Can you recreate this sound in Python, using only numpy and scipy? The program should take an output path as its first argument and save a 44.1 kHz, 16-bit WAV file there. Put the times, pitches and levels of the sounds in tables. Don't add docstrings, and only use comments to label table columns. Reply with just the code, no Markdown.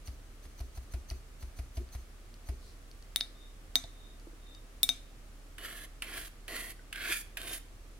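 import sys
import numpy as np
from scipy import signal
from scipy.fft import rfft, irfft, next_fast_len
from scipy.io import wavfile
from scipy.ndimage import uniform_filter1d, map_coordinates

SR = 44100
rng = np.random.default_rng(int(sys.argv[2]) if len(sys.argv) > 2 else 0)


def to_wav(s):
    ch = np.atleast_2d(s).T
    pcm = np.round(np.clip(ch, -1, 1) * 32767)
    wavfile.write(sys.argv[1], SR, pcm.astype(np.int16))


N = 352359


def amp(db):
    return 10 ** (np.asarray(db) / 20)


def unit(x):
    return x / np.sqrt(np.mean(x ** 2) + 1e-20)


def clock(count):
    return np.arange(count) / SR


def along(points, hz):
    point_hz, value = np.transpose(points)
    return np.interp(np.log(hz + 1), np.log(point_hz + 1), value)


def filtered(x, response):
    length = x.shape[-1]
    padded = next_fast_len(length + SR // 8, True)
    spectrum = rfft(x, padded) * response(np.fft.rfftfreq(padded, 1 / SR))
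    return irfft(spectrum, padded)[..., :length]


def coloured(x, spectrum):
    return unit(filtered(x, lambda hz: amp(along(spectrum, hz))))


def widened(mid, side, width):
    return np.array([mid + width * side, mid - width * side])


def noise(spectrum, width):
    mid, side = rng.standard_normal((2, N))
    return coloured(widened(mid, side, width), spectrum)


def bristles(spectrum, rate_per_s, width):
    mid, side = (rng.random((2, N)) < rate_per_s / SR) * rng.standard_normal((2, N))
    return coloured(widened(mid, side, width), spectrum)


def placed(x, lag_ms, left_db):
    sides = np.array([[.5], [-.5]])
    delayed = filtered(x, lambda hz: np.exp(-2j * np.pi * hz * sides * lag_ms / 1000))
    return amp(left_db * sides) * delayed


def add(track, start_s, sound):
    target = track[..., round(start_s * SR):][..., :sound.shape[-1]]
    target += sound[..., :target.shape[-1]]


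def ring(modes, attack_s, spread_rad):
    t, out = clock(SR // 2), 0
    for pitch_hz, level_db, t60_s in modes:
        gain = amp(level_db + rng.standard_normal((2, 1)) - 60 * t / t60_s)
        phase = spread_rad * rng.standard_normal((2, 1))
        out = out + gain * np.sin(2 * np.pi * pitch_hz * t + phase)
    return out * (1 - np.exp(-(t / attack_s) ** 2))


def dying(t60_s):
    return np.exp(-np.log(1000) * clock(SR // 4) / t60_s)


def swell(middle_s, half_s):
    return np.exp(-np.minimum(((clock(N) - middle_s) / half_s) ** 2, 20))


# (pitch_hz, t60_s)
TAIL_DECAY = [(200, 0.091), (2000, 0.42), (6000, 0.36), (14000, 0.23)]


def room(x):
    hz, t, bins = signal.stft(rng.standard_normal((2, SR // 2)), SR, nperseg=256)
    decay = np.exp(-np.log(1000) * t / along(TAIL_DECAY, hz)[:, None])
    tail = signal.istft(bins * decay, SR, nperseg=256)[1]
    tail = tail * (1 - np.exp(-clock(tail.shape[1]) / 0.006))
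    tail = tail / np.linalg.norm(tail[0])
    diffuse = signal.fftconvolve(x.mean(axis=0)[None], tail, axes=1)[:, :N]
    wall = filtered(x, lambda hz: np.exp(-2j * np.pi * hz * .0093))
    return diffuse + amp(-5.5) * wall


# (pitch_hz, rms_db)
HUM_TONES = [(35.5, -51.5), (100, -82)]
# (pitch_hz, level_db)
RUMBLE_SPECTRUM = [(15, -4), (21, -6), (29, 1), (38, -4), (50, 0), (75, 0), (95, -5), (130, -9), (160, -14),
                   (200, -14), (280, -11), (400, -16), (600, -18), (900, -23), (2500, -50)]
# (pitch_hz, level_db)
AIR_SPECTRUM = [(300, 9.5), (900, -3), (1180, 8), (1400, 5), (2200, 3), (4000, -1), (8000, -3), (11000, -5),
                (15500, -13.5)]


def background():
    hum = 0
    for pitch_hz, rms_db in HUM_TONES:
        hum = hum + amp(rms_db) * np.sqrt(2) * np.sin(2 * np.pi * pitch_hz * clock(N))
    rumble = amp(-57.5) * noise(RUMBLE_SPECTRUM, width=0.23)
    hiss = amp(-61) * noise(AIR_SPECTRUM, width=0.97)
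    return placed(hum + rumble, lag_ms=0, left_db=-1.3) + hiss


# (hit_s, force_db, swish_db)
DAB_EVENTS = [(.078, -1.5, -55.5), (.453, -13.5, -59), (0.603, -.5, -56.5), (.773, -3.5, -56),
              (.937, 3, -57), (1.11, 2, -54), (1.426, -3.5, -57), (1.589, 0, -58), (1.771, 5, -57),
              (1.949, -2.5, -52.5), (2.488, 3, -56.5)]
# (pitch_hz, level_db, t60_s)
DESK_MODES = [(61.8, 0, 0.25), (78, -26, 0.088), (121.4, -32, 0.59), (264.3, -30, 0.33), (285, -21, 0.09),
              (373.3, -30.5, 0.29), (680, -14.5, 0.043)]
# (pitch_hz, level_db)
KNOCK_SPECTRUM = [(100, -1), (400, -2), (700, 0.5), (1100, -1.5), (1800, -5), (2300, -0.5), (3300, -9),
                  (5000, -5.5), (7500, -12.5), (11000, -4.5), (16000, -22)]
# (pitch_hz, level_db)
SWISH_SPECTRUM = [(1500, -9.5), (3600, -15), (4300, -2), (5300, -22), (6150, 3.5), (7000, -16), (8900, -16),
                  (9400, 4.5), (10000, -33), (12000, -5), (12900, -6), (14000, -16)]
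# (pitch_hz, level_db)
GULP_SPECTRUM = [(170, -12), (240, 0), (310, -16), (370, 10), (430, -10), (560, -39)]
THUMP_DB, KNOCK_DB, GULP_DB = -27.5, -46.5, -64
KNOCK_DB_PER_FORCE_DB, GULP_DB_PER_FORCE_DB = 0.51, 3.5


def dabs():
    thumps, knock_env, swish_env, gulp_env = np.zeros((4, N))
    for hit_s, force_db, swish_db in DAB_EVENTS:
        desk = ring(DESK_MODES, attack_s=0.0064, spread_rad=0).mean(axis=0)
        add(thumps, hit_s, amp(THUMP_DB + force_db) * desk)
        add(knock_env, hit_s, amp(KNOCK_DB + KNOCK_DB_PER_FORCE_DB * force_db) * dying(t60_s=0.068))
        down = swell(hit_s - .012, half_s=0.014)
        up = 0.28 * swell(hit_s + 0.048, half_s=0.037)
        swish_env += amp(swish_db) * (down + up)
        gulp_env += amp(GULP_DB + GULP_DB_PER_FORCE_DB * force_db) * swell(hit_s + 0.041, half_s=0.012)
    water = gulp_env * noise(GULP_SPECTRUM, width=0.16)
    knocks = knock_env * noise(KNOCK_SPECTRUM, width=0.61)
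    swishes = swish_env * noise(SWISH_SPECTRUM, width=0.63)
    direct = thumps + water + knocks + swishes
    return placed(direct + amp(-11) * room(direct), lag_ms=-0.045, left_db=0.0)


# (start_s, strength_db)
TICK_EVENTS = [(.0739, -35.5), (.593, -39), (.608, -39), (1.101, -32), (1.423, -43), (1.5865, -42.5),
               (1.769, -39), (1.889, -43), (2.341, -40.5), (2.9138, -39.5), (3.0248, -39.5), (4.1982, -43),
               (4.549, -40)]
# (pitch_multiple, level_db)
FERRULE_PARTIALS = [(.64, -7.5), (1, 1), (1.22, -5.5), (1.33, -6), (2.02, -10), (2.6, -14)]
# (start_s, level_db, pitch_hz)
BUMP_EVENTS = [(3.840, -42, 670), (3.84, -40, 74), (4.27, -37, 330), (4.331, -45, 324),
               (6.792, -46.5, 1510)]
TICK_HZ, TICK_SCATTER = 4600, 0.023
TICK_USUAL_DB, TICK_T60_S, TICK_LONGER_POWER = -40, 0.0084, 1


def small_contacts():
    out = np.zeros((2, N))
    for start_s, strength_db in TICK_EVENTS:
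        pitch_hz = TICK_HZ * np.exp(TICK_SCATTER * rng.standard_normal())
        t60_s = TICK_T60_S * amp(strength_db - TICK_USUAL_DB) ** TICK_LONGER_POWER
        modes = [(pitch_hz * multiple, level_db, t60_s) for multiple, level_db in FERRULE_PARTIALS]
        add(out, start_s, amp(strength_db - 4.5) * ring(modes, attack_s=.0003, spread_rad=.6))
    for start_s, level_db, pitch_hz in BUMP_EVENTS:
        modes = [(pitch_hz, 0, .04), (pitch_hz * 1.3, -4, .025), (pitch_hz * 2.9, -8, .012)]
        add(out, start_s, amp(level_db) * ring(modes, attack_s=0.0017, spread_rad=0.45))
    return out + amp(-11.5) * room(out)


def drain():
    spectrum = [(2500, -24), (4200, 3), (5400, -2.5), (7000, -10), (9500, -7), (15000, -21)]  # (pitch_hz, level_db)
    fizz = bristles(spectrum, rate_per_s=2800, width=.6)
    return amp(-63) * swell(2.67, half_s=0.068) * fizz


# (hit_s, click_db, ring_db, bright_db_per_octave, place -1..1, left_offset_db)
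TAP_EVENTS = [(3.1603, -14, -25.5, 1.5, -0.34, 0), (3.2056, -33, -57, -5, 0, 1),
              (3.2095, -16, -30, -10, .1, 2), (3.7558, -9, -19, -0.5, 1, -2),
              (3.840, -38, -44, -9, 0.082, -5), (4.8313, -13.5, -16.5, 5.5, -0.65, -1),
              (4.891, -12, -19, -3, 0.33, -0.5)]
# (pitch_hz, level_db, t60_s before contact damping, shift_db per unit of place)
GLASS_MODES = [(262, -29, .2, 3), (688, -29.5, .15, 4), (2296, -31, .27, -3), (3605, -6.5, .09, -4),
               (3717, 0, .073, 0), (5740, -29, .08, -3), (6100, -17.5, .12, 9), (9313, -26, .06, -8),
               (9475, -23, .065, -9), (10320, -21, .06, -11), (11442, -23, .065, -12),
               (12410, -24, .05, -6), (12830, -19, .06, -3), (12945, -12, .065, 7), (14350, -17, .06, 0),
               (15350, -20, .06, -3)]
# (pitch_hz, level_db, t60_s)
HANDLE_MODES = [(3900, -5, 0.0028), (3990, 6, 0.0037), (4790, -0.5, 0.0047), (12200, -19, .004),
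                (13200, -7, 0.0068), (14000, -15, 0.006)]
# (pitch_hz, level_db)
CRACK_SPECTRUM = [(300, -9.5), (900, -4), (2000, -0.5), (2800, -12), (3400, -4), (4400, -10), (5200, 8),
                  (6000, -2), (7200, 0.5), (8600, 6.5), (10500, 3.5), (12000, 1), (15500, -12)]
GRIP_DAMPING, DAMPING_PER_BRIGHT = 1.07, 0.038
CLICK_ROOM_DB, CRACK_ROOM_DB, RING_ROOM_DB = -18.5, -9.5, -20


def taps():
    clicks, rings, cracks = np.zeros((3, 2, N))
    for hit_s, click_db, ring_db, bright, place, left_db in TAP_EVENTS:
        damping = GRIP_DAMPING * np.exp(DAMPING_PER_BRIGHT * bright)
        hardness_db = lambda hz: bright * np.log2(np.maximum(hz / 4000, 1))
        handle = [(hz, db + hardness_db(hz), t60_s) for hz, db, t60_s in HANDLE_MODES]
        glass = [(hz, db + hardness_db(hz) + place * shift_db, t60_s / damping)
                 for hz, db, t60_s, shift_db in GLASS_MODES]
        click = ring(handle, attack_s=.0002, spread_rad=.45)
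        add(clicks, hit_s, amp(click_db) * placed(click, lag_ms=-0.021, left_db=left_db - 0.5))
        chime = ring(glass, attack_s=0.0012, spread_rad=0.45)
        add(rings, hit_s, amp(ring_db) * placed(chime, lag_ms=-0.037, left_db=left_db + 5.0))
        mid, side = rng.standard_normal((2, SR // 4)) * dying(t60_s=0.0068)
        burst = np.array([mid + 0.78 * side, mid - 0.23 * side])
        crack = filtered(burst, lambda hz: amp(along(CRACK_SPECTRUM, hz) + hardness_db(hz)))
        add(cracks, hit_s, amp(click_db - 6.5) * crack)
    send = amp(CLICK_ROOM_DB) * clicks + amp(CRACK_ROOM_DB) * cracks + amp(RING_ROOM_DB) * rings
    return clicks + rings + cracks + room(send)


# (middle_s, level_db)
WIPE_EVENTS = [(3.44, -62.5), (3.93, -70), (4.07, -62), (4.525, -59.5)]
WIPE_HALF_S = 0.078


def wipes():
    rub = sum(amp(level_db) * swell(middle_s, WIPE_HALF_S) for middle_s, level_db in WIPE_EVENTS)

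    def peak(f, hz, width_hz):
        return (1j * f * width_hz / (hz * hz - f * f + 1j * f * width_hz)) ** 2

    jar = lambda f: peak(f, 3605, 35) + peak(f, 3717, 65)
    return rub * unit(filtered(noise([(1000, 0)], width=0.74), jar))


BITE_DB, BITE_HALF_S = 3.5, 0.016
CONTACT_S, LIFT_T60_S = 0.0017, 0.031


def stroke_level(start_s, length_s, push_s, depth, shape):
    landing_db, lift_db, early_s = shape
    t = clock(N) - start_s
    peak_s = np.clip(push_s - early_s, .01, length_s - .01)
    bite_db = BITE_DB * swell(start_s + peak_s, BITE_HALF_S)
    drop_db = depth * np.interp(t, [0, peak_s, length_s], [landing_db, 0, lift_db])
    release = np.exp(-np.log(1000) * np.clip((t - length_s) / LIFT_T60_S, 0, 2))
    return amp(bite_db - drop_db) * np.clip(t / CONTACT_S, 0, 1) * release


def roaming(x, depth_db):
    bins = signal.stft(x, nperseg=1024)[2]
    knots = rng.standard_normal((bins.shape[1] // 3, bins.shape[2] // 14))
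    axes = [np.linspace(0, k - 1, n) for k, n in zip(knots.shape, bins.shape[1:])]
    places = np.meshgrid(*axes, indexing="ij")
    gain = amp(depth_db * map_coordinates(knots, places, order=1))
    return unit(signal.istft(bins * gain, nperseg=1024)[1][:, :N])


# (start_s, length_s, push_s after start, landing_db, scrape_db, hiss_db, board_db, depth 1 = usual)
STROKE_EVENTS = [(5.582, .27, 0.078, -41.5, -48.5, -54.5, -58.5, 0.48),
                 (6.0216, .26, 0.16, -30.5, -45, -51, -55, 1),
                 (6.48, 0.24, 0.079, -37, -46, -50.5, -51.5, 0.68),
                 (6.927, 0.29, .197, -34, -35.5, -41.5, -51, 2.16),
                 (7.371, 0.21, 0.16, -31.5, -43.5, -47, -53, 1.12)]
# (start_s, level_db)
SNAP_EVENTS = [(6.959, -36.5), (7.121, -36), (7.4166, -35.5)]
# (pitch_hz, level_db)
SCRAPE_SPECTRUM = [(700, -25.5), (1100, -14), (1350, -2.5), (1750, 1), (2150, 0.5), (2400, -2), (2700, -1),
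                   (3150, -1), (3900, -8), (4500, -4.5), (5300, -19), (8000, -34)]
# (pitch_hz, level_db)
HISS_SPECTRUM = [(3500, -19.5), (5500, -10), (7500, -8.5), (9000, -4.5), (10300, -1.5), (11800, -3),
                 (13000, -8.5), (15500, -15.5)]
# (pitch_hz, level_db)
BOARD_SPECTRUM = [(80, -2), (130, -14), (200, -5), (300, 5), (480, -1), (580, -4), (690, 6), (830, -17.5),
                  (1100, 1), (1600, -33)]
# (pitch_hz, level_db)
TIP_SPECTRUM = [(300, -35), (1000, -11), (1750, 1), (2250, -2.5), (2900, 4), (3800, -6), (6000, -16),
                (10500, -3.5), (15500, -20)]
# (landing_drop_db at depth 1, lift_drop_db at depth 1, early_s)
SCRAPE_CONTOUR = (6, 8.3, 0.0015)
HISS_CONTOUR = (9.8, 3.2, -0.0016)
BOARD_CONTOUR = (7.4, 13, 0.021)
LANDING_T60_S, SNAP_T60_S = 0.046, 0.019


def strokes():
    scrape_env, hiss_env, press_env, pat_env = np.zeros((4, N))
    for start_s, length_s, push_s, landing_db, scrape_db, hiss_db, board_db, depth in STROKE_EVENTS:
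        motion = (start_s, length_s, push_s, depth)
        add(pat_env, start_s, amp(landing_db) * dying(LANDING_T60_S))
        scrape_env += amp(scrape_db) * stroke_level(*motion, SCRAPE_CONTOUR)
        hiss_env += amp(hiss_db) * stroke_level(*motion, HISS_CONTOUR)
        press_env += amp(board_db) * stroke_level(*motion, BOARD_CONTOUR)
    for start_s, level_db in SNAP_EVENTS:
        add(pat_env, start_s, amp(level_db) * dying(SNAP_T60_S))
    clumps = uniform_filter1d(rng.standard_normal(N), size=600)
    tufts = amp(1.5 * unit(clumps))
    slips = bristles(SCRAPE_SPECTRUM, rate_per_s=7000, width=0.38)
    face = amp(-0.35) * scrape_env * tufts * roaming(slips, depth_db=5.0)
    slips = bristles(HISS_SPECTRUM, rate_per_s=18000, width=0.63)
    hairs = amp(4.0) * hiss_env * tufts * roaming(slips, depth_db=3.0)
    board = amp(1.5) * press_env * bristles(BOARD_SPECTRUM, rate_per_s=6000, width=0.062)
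    pats = pat_env * noise(TIP_SPECTRUM, width=0.5)
    direct = face + hairs + board + pats
    return placed(direct + amp(-12) * room(direct), lag_ms=0.05, left_db=-2.0)


def scene():
    return background() + dabs() + small_contacts() + drain() + taps() + wipes() + strokes()


TOP_HZ = 15900


def record(dry):
    return filtered(dry, lambda hz: hz < TOP_HZ)


dry = scene()
out = record(dry)
to_wav(out)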